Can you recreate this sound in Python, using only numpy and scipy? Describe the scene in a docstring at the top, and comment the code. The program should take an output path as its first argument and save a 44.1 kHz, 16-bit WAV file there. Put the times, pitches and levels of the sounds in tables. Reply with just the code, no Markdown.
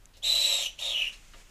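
"""A rat cornered by a cat in a tiled room. Low rumble, hiss and faint rustling run throughout.
A tick and soft floor scuffs come first. The rat screeches at 0.22 s and 0.78 s: a strained, unsteady
whistle with overtones, wrapped in throat rasp, its pitch sagging and breaking up as the effort runs out.
Close walls answer. The rustling has grown by then, and a few more scuffs end the scene."""
import sys
import numpy as np
from scipy import signal
from scipy.fft import rfft, irfft, next_fast_len
from scipy.io import wavfile
from scipy.ndimage import map_coordinates

SR = 44100
rng = np.random.default_rng(int(sys.argv[2]) if len(sys.argv) > 2 else 0)


def unload_wav(signal):
    """Save mono or channel-first audio to the path in sys.argv[1] as 16-bit WAV at rate SR, clipped to [-1, 1]."""
    wavfile.write(
        sys.argv[1],
        SR,
        np.round(np.clip(np.atleast_2d(signal).T, -1, 1) * 32767).astype(np.int16),
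    )


N = 66150
T = np.arange(N) / SR


def amp(db):
    """Decibels to gain."""
    return 10 ** (np.asarray(db) / 20)


def unit(x):
    """Scale to rms 1."""
    return x / np.sqrt(np.mean(x ** 2) + 1e-20)


def along(points, hz):
    """Interpolate (freq_hz, value) points on a log frequency axis."""
    freq_hz, values = np.transpose(points)
    return np.interp(np.log(hz + 1), np.log(freq_hz + 1), values)


def curves(rows):
    """One per-sample curve for each column after time_s."""
    time_s, *columns = np.transpose(rows)
    return [np.interp(T, time_s, column) for column in columns]


def wobble(knots_per_s):
    """Smooth random curve, rms 1."""
    return unit(map_coordinates(rng.standard_normal(N // 4), [T * knots_per_s], mode="wrap"))


def filtered(x, response):
    """Apply the gain response(hz) to x."""
    size = next_fast_len(N + SR // 2)
    return irfft(rfft(x, size) * response(np.fft.rfftfreq(size, 1 / SR)), size)[:N]


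def shaped_noise(response):
    """Noise with the spectrum response(hz), rms 1."""
    return unit(filtered(rng.standard_normal(N), response))


def noise(spectrum):
    """Noise coloured by (freq_hz, gain_db) points, rms 1."""
    return shaped_noise(lambda hz: amp(along(spectrum, hz)))


# Rustle envelope: time_s, level_db
RUSTLE_ENVELOPE = [(0, -71), (.2, -78), (1.1, -54.5), (1.22, -59.5), (1.3, -60), (1.4, -55.5), (1.45, -63),
                   (1.5, -60.5)]
# Rustle, hiss and rumble spectra: freq_hz, gain_db
RUSTLE_SPECTRUM = [(100, 3.5), (350, -1.5), (1200, -3), (2400, 4), (4500, -2.5), (7000, 1), (10000, -9.5),
                   (15000, -21)]
HISS_SPECTRUM = [(20, 16), (100, 11.5), (150, 7.5), (200, 8), (500, -1), (1500, -2.5), (3000, -6.5),
                 (7000, -11.5), (15000, -14.5)]
RUMBLE_SPECTRUM = [(8, -18), (21, -9), (27, 0), (38, -3.5), (47, -28), (70, -33), (95, -22.5), (125, -64),
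                   (400, -87)]

def background(hiss_db=-62, rumble_db=-54.5):
    """A growing rustle of movement over steady hiss and room rumble."""
    rustle_db, = curves(RUSTLE_ENVELOPE)
    rustle = noise(RUSTLE_SPECTRUM) * amp(rustle_db + 0.65 * wobble(knots_per_s=69.5))
    return rustle + amp(hiss_db) * noise(HISS_SPECTRUM) + amp(rumble_db) * noise(RUMBLE_SPECTRUM)


# Tick spectrum: freq_hz, gain_db
TICK_SPECTRUM = [(500, -49), (3500, -4.5), (4800, -19), (6300, 0), (8500, -7), (11300, -13), (13000, -37)]

def tick(peak_s=0.057, level_db=-44.5, sigma_s=0.00061):
    """One tiny, close, dry click: a Gaussian burst of noise."""
    return amp(level_db) * noise(TICK_SPECTRUM) * np.exp(-.5 * ((T - peak_s) / sigma_s) ** 2)


# Floor scuffs: start_s, level_db, attack_s, t60_s, centre_hz, sigma_octaves
FLOOR_SCUFFS = [(0.134, -59.5, 0.0039, 0.53, 3240, 0.7), (.166, -55.5, 0.0048, 0.078, 5540, .8),
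                (0.165, -59, .005, 0.087, 612, 0.22), (1.126, -48, 0.0032, 0.14, 3410, 0.84),
                (1.335, -48, 0.0013, 0.086, 2040, 0.67), (1.339, -57, 0.0067, 0.22, 450, 1.0),
                (1.365, -69, 0.013, .25, 3500, 2.1)]

def scuffs():
    """Soft brushes against the floor: noise bands that rise fast and die away."""
    out = np.zeros(N)
    for start_s, level_db, attack_s, t60_s, centre_hz, sigma_octaves in FLOOR_SCUFFS:
        age_s = np.maximum(T - start_s, 0)
        brush = shaped_noise(lambda hz: np.exp(-.5 * (np.log2((hz + 1) / centre_hz) / sigma_octaves) ** 2))
        decay_db = 60 * np.maximum(age_s - attack_s, 0) / t60_s
        out += brush * np.minimum(age_s / attack_s, 1) * amp(level_db - decay_db)
    return out


def fray(pitch_hz, roughness, gain_db=-8.5, reference_roughness=0.046, half_width_hz=360):
    """A noise band that follows the pitch and grows with its roughness."""
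    phase = 2 * np.pi * np.cumsum(pitch_hz) / SR
    lowpass = lambda hz: 1 / (1 + (hz / half_width_hz) ** 4)
    band = shaped_noise(lowpass) * np.sin(phase) + shaped_noise(lowpass) * np.cos(phase)
    return amp(gain_db) * roughness / reference_roughness * band


# Overtones before the mouth: harmonic_number, gain_db
HARMONICS = [(2, -5.5), (3, -17.5), (4, -16)]
# Mouth response: freq_hz, gain_db
MOUTH_RESPONSE = [(4500, -7), (5300, -18), (5900, 2), (6600, -13.5), (7300, -5.5), (7750, -0.5),
                  (8200, -19.5), (8800, 2), (9800, -19), (11000, -4), (11700, -1.5), (12500, -2),
                  (15000, -32)]

def whistle(pitch_hz, roughness, overtone_gain_db):
    """A strained, frayed tone of unsteady pitch, its overtones shaped by the mouth."""
    jitter = roughness * wobble(knots_per_s=1700)
    waver = 0.0181 * wobble(knots_per_s=210)
    phase = 2 * np.pi * np.cumsum(pitch_hz * (1 + jitter + waver)) / SR
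    harmonics = sum(amp(gain_db) * np.sin(number * phase) for number, gain_db in HARMONICS)
    overtones = filtered(harmonics, lambda hz: amp(along(MOUTH_RESPONSE, hz)))
    return np.sin(phase) + amp(overtone_gain_db) * overtones + fray(pitch_hz, roughness)


# Throat rasp spectra, bright and low: freq_hz, gain_db
RASP_SPECTRUM = [(100, -34), (600, -18), (1500, -22.5), (1850, -9), (2450, 3), (3300, 5), (4300, -1),
                 (4950, -9), (5600, -1.5), (6300, -4), (7200, -2), (8500, -13), (10000, -11.5),
                 (11700, -11.5), (13000, -19.5), (15000, -30)]
LOW_RASP_SPECTRUM = [(100, -47), (300, -18), (460, -16.5), (560, 2.5), (720, -2), (900, -6.5), (1150, -11),
                     (1500, -21), (2500, -66)]

def throat_rasp(rasp_db, low_rasp_db):
    """Noise through the throat, in a bright band and a low one."""
    return amp(rasp_db) * noise(RASP_SPECTRUM) + amp(low_rasp_db) * noise(LOW_RASP_SPECTRUM)


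# Pitch contour per screech: time_s, pitch_hz
SCREECH_PITCH = [
    [(.224, 3120), (.238, 3790), (.29, 3863), (.37, 3950), (.45, 3889), (.55, 3866), (.605, 3700),
     (.635, 3306), (.655, 2900)],
    [(.785, 2948), (.81, 3660), (.865, 3649), (.91, 3500), (.952, 3046), (1.0, 2827), (1.04, 2676),
     (1.09, 2785)],
]
# Effort per screech: time_s, whistle_db, overtone_gain_db, rasp_db, low_rasp_db, roughness_ratio
SCREECH_EFFORT = [
    [(.223, -43, -5, -73, -83, 0.032), (.233, -31.5, 0, -42.5, -57, 0.019),
     (.258, -25, -0.5, -35, -54, .033), (.35, -27, 2.5, -33.5, -46.5, 0.0306),
     (.44, -25, 3, -32.5, -51, 0.04), (.53, -27, 3.5, -32.5, -45, 0.025), (.568, -28, 1, -34, -48, 0.026),
     (.58, -33, 5, -35.5, -44.5, 0.048), (.635, -34.5, 7, -35, -51.5, 0.074),
     (.665, -33, -1, -38.5, -54, 0.068), (.682, -40, 1, -56, -63, 0.034), (.70, -49, 5, -75, -86, 0.031)],
    [(.78, -64, -4, -67, -84, .04), (.79, -40.5, -9, -40.5, -57.5, 0.037),
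     (.82, -35, -3.5, -41.5, -49.5, 0.031), (.85, -28, -8, -37.5, -49.5, 0.036),
     (.92, -27.5, -15.5, -40, -49.5, 0.039), (.96, -26.5, -10, -49, -53, 0.061),
     (1.035, -29.5, -6, -47.5, -54.5, 0.079), (1.08, -33, -4, -54.5, -73, 0.05),
     (1.11, -52, -8, -73, -70, 0.11)],
]

def screech(pitch, effort, voice_flutter_db=2.5, rasp_flutter_db=1):
    """Whistle and rasp, fluttering together as the voice catches irregularly."""
    pitch_hz, = curves(pitch)
    whistle_db, overtone_gain_db, rasp_db, low_rasp_db, roughness = curves(effort)
    tone = whistle(pitch_hz, roughness, overtone_gain_db)
    flutter = wobble(knots_per_s=380)
    voice = amp(whistle_db) * unit(tone * amp(voice_flutter_db * flutter))
    rasp = throat_rasp(rasp_db, low_rasp_db) * unit(amp(rasp_flutter_db * flutter))
    sounding = (T > effort[0][0]) & (T < effort[-1][0])
    return sounding * (voice + rasp)


# Room decay: freq_hz, t60_s
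ROOM_DECAY = [(200, 0.38), (3000, 0.28), (7000, 0.31), (14000, 0.11)]

def tiled_room(x, echo_count=14, max_delay_s=0.014, walls_db=-2, tail_db=-8):
    """Direct sound, quick echoes from the corner and a short tail."""
    hz, time_s, spectra = signal.stft(rng.standard_normal(SR // 2), SR, nperseg=256)
    decay = amp(-60 * time_s / along(ROOM_DECAY, hz)[:, None])
    _, tail = signal.istft(spectra * decay, SR, nperseg=256)
    delay_samples = (rng.uniform(.05, 1, echo_count) * max_delay_s * SR).astype(int)
    signs = rng.choice([-1, 1], echo_count)
    walls = np.bincount(delay_samples, signs, len(tail)) / np.sqrt(echo_count)
    response = amp(tail_db) * tail / np.linalg.norm(tail) + amp(walls_db) * walls
    return (x + signal.fftconvolve(x, response)[:N]) / np.sqrt(1 + np.sum(response ** 2))


def scene():
    """Rat and scuffs through the room; tick and background dry. Mono."""
    rat = sum(screech(pitch, effort) for pitch, effort in zip(SCREECH_PITCH, SCREECH_EFFORT))
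    return (tiled_room(rat + scuffs()) + tick() + background())[None]


def record(dry):
    """Brick-wall low-pass at 15.1 kHz."""
    return filtered(dry[0], lambda hz: hz < 15100)[None]


dry = scene()
out = record(dry)
unload_wav(out)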